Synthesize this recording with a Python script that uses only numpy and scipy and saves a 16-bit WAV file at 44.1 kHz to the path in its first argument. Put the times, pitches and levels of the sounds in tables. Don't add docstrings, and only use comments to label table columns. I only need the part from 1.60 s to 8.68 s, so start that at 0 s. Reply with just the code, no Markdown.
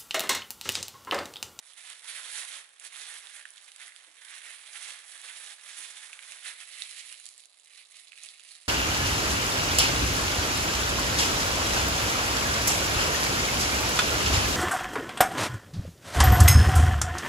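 import sys
import numpy as np
from scipy import signal
from scipy.fft import rfft, irfft, next_fast_len
from scipy.io import wavfile

SR = 44100
rng = np.random.default_rng(int(sys.argv[2]) if len(sys.argv) > 2 else 0)


def wav_record(signal):
    frames = np.transpose(np.atleast_2d(signal))
    bounded = np.clip(frames, -1, 1)
    quanta = np.round(bounded * 32767).astype(np.int16)
    wavfile.write(sys.argv[1], SR, quanta)


N = 312228

# pitch_hz [Hz], level_db [dB per Hz]
AIR_SPECTRUM = [(25, -26), (70, -30), (150, -15.5), (300, -5), (600, 4), (2000, 0.5), (11000, -17.5)]
# pitch_hz [Hz], level_db [dB]
LEFT_SHADOW = [(200, -1), (600, -4), (1100, -8.3), (2000, -9.3), (3600, -12), (6300, -19), (8300, -12.5),
               (11000, -11.5)]
# pitch_hz [Hz], lead_rad [radians ahead]
LEFT_LEAD = [(100, 0.61), (800, 1.06), (2000, 1.18), (3000, 0.54), (5000, 1.83), (6800, 0.71), (8300, 0.98),
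             (11000, 0.27)]
# pitch_hz [Hz], t60_s [s]
ROOM_DECAY = [(300, 1.7), (2000, 1.1), (10000, 0.2)]
# pitch_hz [Hz], level_db [dB]
ROOM_LEVEL = [(300, -5), (1000, -11.5), (2000, -14.5), (5000, -10.5), (10000, -10)]

# pitch_hz [Hz], level_db [dB per Hz]
OPEN_FILM = [(150, -60), (250, -45), (302, -36), (366, -29), (526, -18), (901, -13), (976, -11.5),
             (1300, -8.5), (1840, -3), (2820, -5), (3570, -1), (4910, -8), (7170, -7), (10000, -2.5),
             (11000, -5), (14300, -58.5), (22000, -120)]
# pitch_hz [Hz], level_db [dB per Hz]
TIGHT_FILM = [(150, -58), (250, -31), (478, -31.5), (626, -22), (916, -26), (1220, -16), (1540, -18),
              (1870, -7.5), (2090, -5.5), (2910, -3.5), (3300, -3), (3990, 1.5), (5750, -6.5), (10300, -1),
              (11000, -2.5), (14300, -36), (22000, -120)]
# low_hz [Hz], high_hz [Hz]
PANEL_BANDS = [(345, 1400)]
# low_hz [Hz], high_hz [Hz]
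FOLD_BANDS = [(1400, 2000), (2000, 2800)]
# low_hz [Hz], high_hz [Hz]
WRINKLE_BANDS = [(2800, 4800), (4800, 7800), (7800, 16000)]
TOP_HZ = 11150

# [dB, folds against wrinkles]
STROKES = [(0.072, -50, 0.045, 0.072, -12), (0.176, -44.5, 0.0081, 0.068, -9),
           (0.297, -40.5, 0.054, 0.047, -4.5), (0.495, -38, 0.049, 0.052, -6.5),
           (0.59, -38.0, 0.078, 0.022, -6), (0.799, -36.5, 0.29, 0.07, -6), (0.938, -38, 0.088, 0.072, -7),
           (1.262, -40.5, 0.051, 0.024, -6.5), (1.38, -40.5, 0.086, 0.25, -6.5),
           (1.552, -42.5, 0.15, 0.046, -6), (1.639, -47.5, 0.019, 0.17, -3.5),
           (1.763, -43, 0.04, 0.065, -4.5), (2.05, -52.5, 0.29, 0.21, -9.5),
           (2.087, -48.5, 0.025, 0.014, -4), (2.222, -45, 0.048, 0.06, -3), (2.27, -47, 0.009, 0.035, -3.5),
           (2.378, -53.0, 0.14, 0.21, -4.5), (2.745, -44.5, 0.13, 0.11, -2),
           (2.876, -42.5, 0.034, 0.13, -2.5), (3.163, -41, 0.033, 0.015, -2),
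           (3.289, -38.5, 0.22, 0.095, -5.5), (3.555, -46, 0.23, 0.029, -5.0),
           (3.685, -42.0, 0.11, 0.24, -4.5), (3.91, -44, 0.35, 0.056, -8), (4.102, -43.0, 0.084, 0.3, -5.0),
           (4.18, -39, 0.02, 0.15, -10), (4.37, -45, 0.028, 0.243, -5.5), (4.44, -50.5, 0.038, 0.044, 0),
           (4.742, -44.5, 0.19, 0.23, -5.5), (4.868, -34.5, 0.025, 0.051, -4.0),
           (5.015, -44.0, 0.08, 0.048, -5.0), (5.221, -40, 0.18, 0.028, -4.5),
           (5.303, -42.0, 0.122, 0.026, -5), (5.402, -40.0, 0.088, 0.036, -5),
           (5.519, -43, 0.162, 0.099, -6.5), (5.65, -48, 0.07, 0.22, -12), (6.19, -48, 0.12, 0.039, -3.5),
           (6.358, -50.5, 0.049, 0.19, -5), (6.585, -56, 0.015, 0.043, 2), (6.641, -45.0, 0.067, 0.072, -7),
           (6.829, -50.5, 0.33, 0.22, -6), (6.914, -46.0, 0.034, 0.091, -8)]
STROKE_DROP_DB, STROKE_ROUND = 10, 1.374
GRIP_DB, GRIP_PER_S = 0.65, 40
HELD_OPEN_DB, HELD_TIGHT_DB = (-58.5, -64.5), (-60.5, -75.5)
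# start_s [s], tightness [0-1]
TWIST = [(4.9, 0), (5.2, .7), (5.7, 1)]

EASY_DB = -47
SNAPS_PER_S, SNAPS_GROW, TIGHT_SNAP_SHARE = 2100, 0.96, .6
PANEL_DB, PANEL_LAG = (-15.5, -22), (0.05, 0.27)
WRINKLE_DB, FOLD_DB = -0.45, 0.55

# [dB, crack against the fold's smooth ring]
CREASE_POPS = [(0.3, -26, 3260, 12), (1.091, -37, 3200, 4), (0.927, -27, 2640, 5), (1.198, -28, 3000, 9),
               (1.6705, -28.5, 3460, -8), (1.854, -26, 1750, -13), (1.9046, -31.5, 3390, 36),
               (1.9797, -31, 3700, -7), (2.1183, -32, 3720, 2), (2.1614, -29.5, 3140, 8),
               (2.321, -35.5, 2030, -7), (2.3622, -30.5, 3440, -3), (2.649, -31, 3130, 0),
               (3.616, -30, 2500, 13), (4.5305, -25.5, 2590, -3.5), (4.591, -26, 2180, -12),
               (4.6333, -33, 2440, -8), (4.7205, -24, 2770, 4), (5.221, -17.5, 3820, -21),
               (5.5255, -22, 2860, 3.5), (5.5425, -31, 2820, -2), (5.5993, -29, 2830, 10),
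               (5.6554, -25, 3530, 17), (5.6646, -24, 4250, 5), (5.689, -27, 4140, 6),
               (5.779, -32, 4200, 17), (5.8033, -35, 3710, 8.5), (5.8563, -33.5, 3600, 9),
               (5.9977, -39, 3350, 12), (6.047, -39, 3850, 18), (6.322, -37, 3270, 13),
               (6.5195, -32, 2440, -12), (6.5311, -33, 2350, -14), (6.5765, -31, 2540, -3),
               (6.6346, -26, 3630, 17), (6.688, -25.5, 4500, -15), (6.7966, -34, 2960, -3)]
# start_s [s], level_db [dB, swell peak before the high-pass], pitch_hz [Hz]
STICK_BUMPS = [(2.472, -65.5, 311), (4.174, -65, 321)]


def amp(db):
    return 10 ** (np.asarray(db) / 20)


def unit(x):
    return x / np.sqrt(np.mean(x ** 2) + 1e-20)


def along(points, hz):
    f, v = np.transpose(points)
    return np.interp(np.log(hz + 1), np.log(f + 1), v)


def curves(rows):
    s, *cols = np.transpose(rows)
    return [np.interp(np.arange(N) / SR, s, c) for c in cols]


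def wobble(rate):
    knots = rng.standard_normal(int(N * rate / SR) + 2)
    return unit(np.interp(np.arange(N) * rate / SR, np.arange(len(knots)), knots))


def filtered(x, response):
    size = next_fast_len(N + SR // 8, real=True)
    spectrum = rfft(x, size) * response(np.fft.rfftfreq(size, 1 / SR))
    return irfft(spectrum, size)[..., :N]


def below(hz, edge_hz, order):
    return 1 / np.sqrt(1 + (hz / edge_hz) ** (2 * order))


def above(hz, edge_hz, order):
    return np.sqrt(1 - below(hz, edge_hz, order=order) ** 2)


def bandpassed(x, low_hz, high_hz):
    sos = signal.butter(2, [low_hz, high_hz], "bandpass", fs=SR, output="sos")
    return signal.sosfilt(sos, x)


def peak_one(x):
    return x / np.abs(x).max()


def ringing(power, life_s):
    keep = np.exp(-1 / (life_s * SR))
    return signal.lfilter([1 - keep], [1, -keep], power)


def kitchen_air():
    noise = rng.standard_normal((2, N))
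    return amp(-73.0) * unit(filtered(noise, lambda hz: amp(along(AIR_SPECTRUM, hz))))


def handling(tight):
    t = np.arange(N) / SR
    wrinkles, folds = [amp(open_db + tight * (tight_db - open_db)) ** 2
                       for open_db, tight_db in zip(HELD_OPEN_DB, HELD_TIGHT_DB)]
    for height_s, level_db, rise_s, fall_s, fold_db in STROKES:
        near = slice(*np.searchsorted(t, [height_s - 1, height_s + 1]))
        side_s = np.where(t[near] < height_s, rise_s, fall_s)
        away = np.abs(t[near] - height_s) / side_s
        power = amp(level_db - STROKE_DROP_DB * away ** STROKE_ROUND) ** 2
        wrinkles[near] += power
        folds[near] += power * amp(fold_db) ** 2
    grip_db = GRIP_DB * wobble(GRIP_PER_S)
    return 10 * np.log10(wrinkles) + grip_db, 10 * np.log10(folds) + grip_db


def snaps(rate, spread_db, clump_db, clump_rate):
    fired = rng.random(N) < rate / SR
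    own_size_db = spread_db * np.minimum(rng.standard_normal(N), 2)
    clump_size_db = clump_db * np.minimum(wobble(clump_rate), 2)
    return unit(fired * amp(own_size_db + clump_size_db) / np.sqrt(rate))


def film(strikes, bands, tight, life_s, slide_db, slide_s=0.0061, own_db=2.0, flutter_db=1.39, flutter_rate=45):
    size = next_fast_len(N + SR // 8, real=True)
    hz = np.fft.rfftfreq(size, 1 / SR)
    shaken = 0
    for low_hz, high_hz in bands:
        colour_db = own_db * np.minimum(rng.standard_normal(N), 1.5)
        power = unit(strikes * amp(colour_db)) ** 2
        flurry = ringing(power, life_s) + amp(slide_db) ** 2 * ringing(power, slide_s)
        flutter = amp(flutter_db * wobble(flutter_rate))
        drive = unit(np.sqrt(flurry) * flutter * rng.standard_normal(N))
        band_gain = above(hz, low_hz, order=5) * below(hz, high_hz, order=5) * (hz < TOP_HZ)
        shaken = shaken + rfft(drive, size) * band_gain
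    open_voice, tight_voice = [unit(irfft(shaken * amp(along(spectrum, hz)), size)[:N])
                               for spectrum in (OPEN_FILM, TIGHT_FILM)]
    return (1 - tight) * open_voice + tight * tight_voice


def rustle():
    tight, = curves(TWIST)
    level_db, fold_db = handling(tight)
    effort_db = level_db - EASY_DB
    rate = SNAPS_PER_S * amp(SNAPS_GROW * effort_db) * TIGHT_SNAP_SHARE ** tight
    panel_offset_db = np.interp(tight, [0, 1], PANEL_DB)
    panel_lag = np.interp(tight, [0, 1], PANEL_LAG)
    panel_db = level_db + panel_offset_db - panel_lag * effort_db

    strikes = snaps(rate, spread_db=4.0, clump_db=1.12, clump_rate=200)
    panels = film(strikes, PANEL_BANDS, tight, life_s=0.0012, slide_db=-2)
    folds = film(strikes, FOLD_BANDS, tight, life_s=.0005, slide_db=-0.5)
    wrinkles = film(strikes, WRINKLE_BANDS, tight, life_s=0.00033, slide_db=-3.5)
    return amp(level_db + WRINKLE_DB) * wrinkles + amp(fold_db + FOLD_DB) * folds + amp(panel_db) * panels


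def room(x, size=30000):
    wet, padded = np.zeros((2, N + 3 * SR)), np.pad(x, size)
    for start in range(0, N + size, size // 2):
        hz, t, z = signal.stft(rng.standard_normal((2, SR // 4)), SR, nperseg=256)
        decay = amp(-60 * t / along(ROOM_DECAY, hz)[:, None])
        tail = signal.istft(z * decay, SR, nperseg=256)[1]
        tail *= 1 + 2.4 * np.exp(-np.arange(tail.shape[1]) / SR / 0.017)
        tail /= np.linalg.norm(tail, axis=1, keepdims=True)
        piece = padded[start:start + size] * signal.windows.cosine(size)
        echo = signal.fftconvolve(piece[None], tail, axes=1)
        wet[:, start + SR // 700:][:, :echo.shape[1]] += echo
    return filtered(wet[:, size:size + N], lambda hz: amp(along(ROOM_LEVEL, hz)))


def pops(cycles=1.0, crack_s=0.00051, rough=0.84, hollow_db=-17, hollow_s=0.019):
    out, t = np.zeros(N + SR), np.arange(SR // 25) / SR
    for start_s, level_db, pitch_hz, treble_db in CREASE_POPS:
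        ragged_noise, hollow_noise, crack_noise = rng.standard_normal((3, len(t)))
        burst = t * np.exp(-t / crack_s)
        age = t * pitch_hz / (cycles * amp(-.18 * treble_db))
        smooth = age * np.exp(1 - age) * np.sin(2 * np.pi * pitch_hz * t)
        ragged = rough * peak_one(bandpassed(ragged_noise * burst, pitch_hz / 2, pitch_hz * 1.51))
        hollow_band = peak_one(bandpassed(hollow_noise, pitch_hz / 1.7, pitch_hz * 1.3))
        hollow = amp(hollow_db) * hollow_band * np.exp(-t / hollow_s)
        crack = amp(treble_db) * peak_one(bandpassed(crack_noise * burst, 6600, TOP_HZ))
        pop = peak_one(smooth + ragged + hollow + crack)
        out[round(start_s * SR):][:len(t)] += amp(level_db) * pop
    return filtered(out[:N], lambda hz: above(hz, 1300, order=5))


def bumps(t60=0.065, attack=0.014, thud_db=1):
    tone, push, t = np.zeros(N + SR), np.zeros(N + SR), np.arange(SR // 5) / SR
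    for start_s, level_db, pitch_hz in STICK_BUMPS:
        shape = amp(-60 * t / t60) * (1 - np.exp(-(t / attack) ** 2))
        swell = amp(level_db) * peak_one(shape)
        start = round(start_s * SR)
        tone[start:][:len(t)] += swell * np.sin(2 * np.pi * pitch_hz * t)
        push[start:][:len(t)] += swell
    puff = unit(filtered(rng.standard_normal(N), lambda hz: below(hz, 800, order=4)))
    knock = tone[:N] + amp(thud_db) * push[:N] * puff
    return filtered(knock, lambda hz: above(hz, 260, order=8))


def scene():
    air = kitchen_air()
    bag = rustle() + pops() + bumps()
    left = filtered(bag, lambda hz: amp(along(LEFT_SHADOW, hz)) * np.exp(1j * along(LEFT_LEAD, hz)))
    return np.array([left, bag]) + room(bag) + air


def record(dry):
    return filtered(dry, lambda hz: below(hz, TOP_HZ, order=90))


dry = scene()
out = record(dry)
wav_record(out)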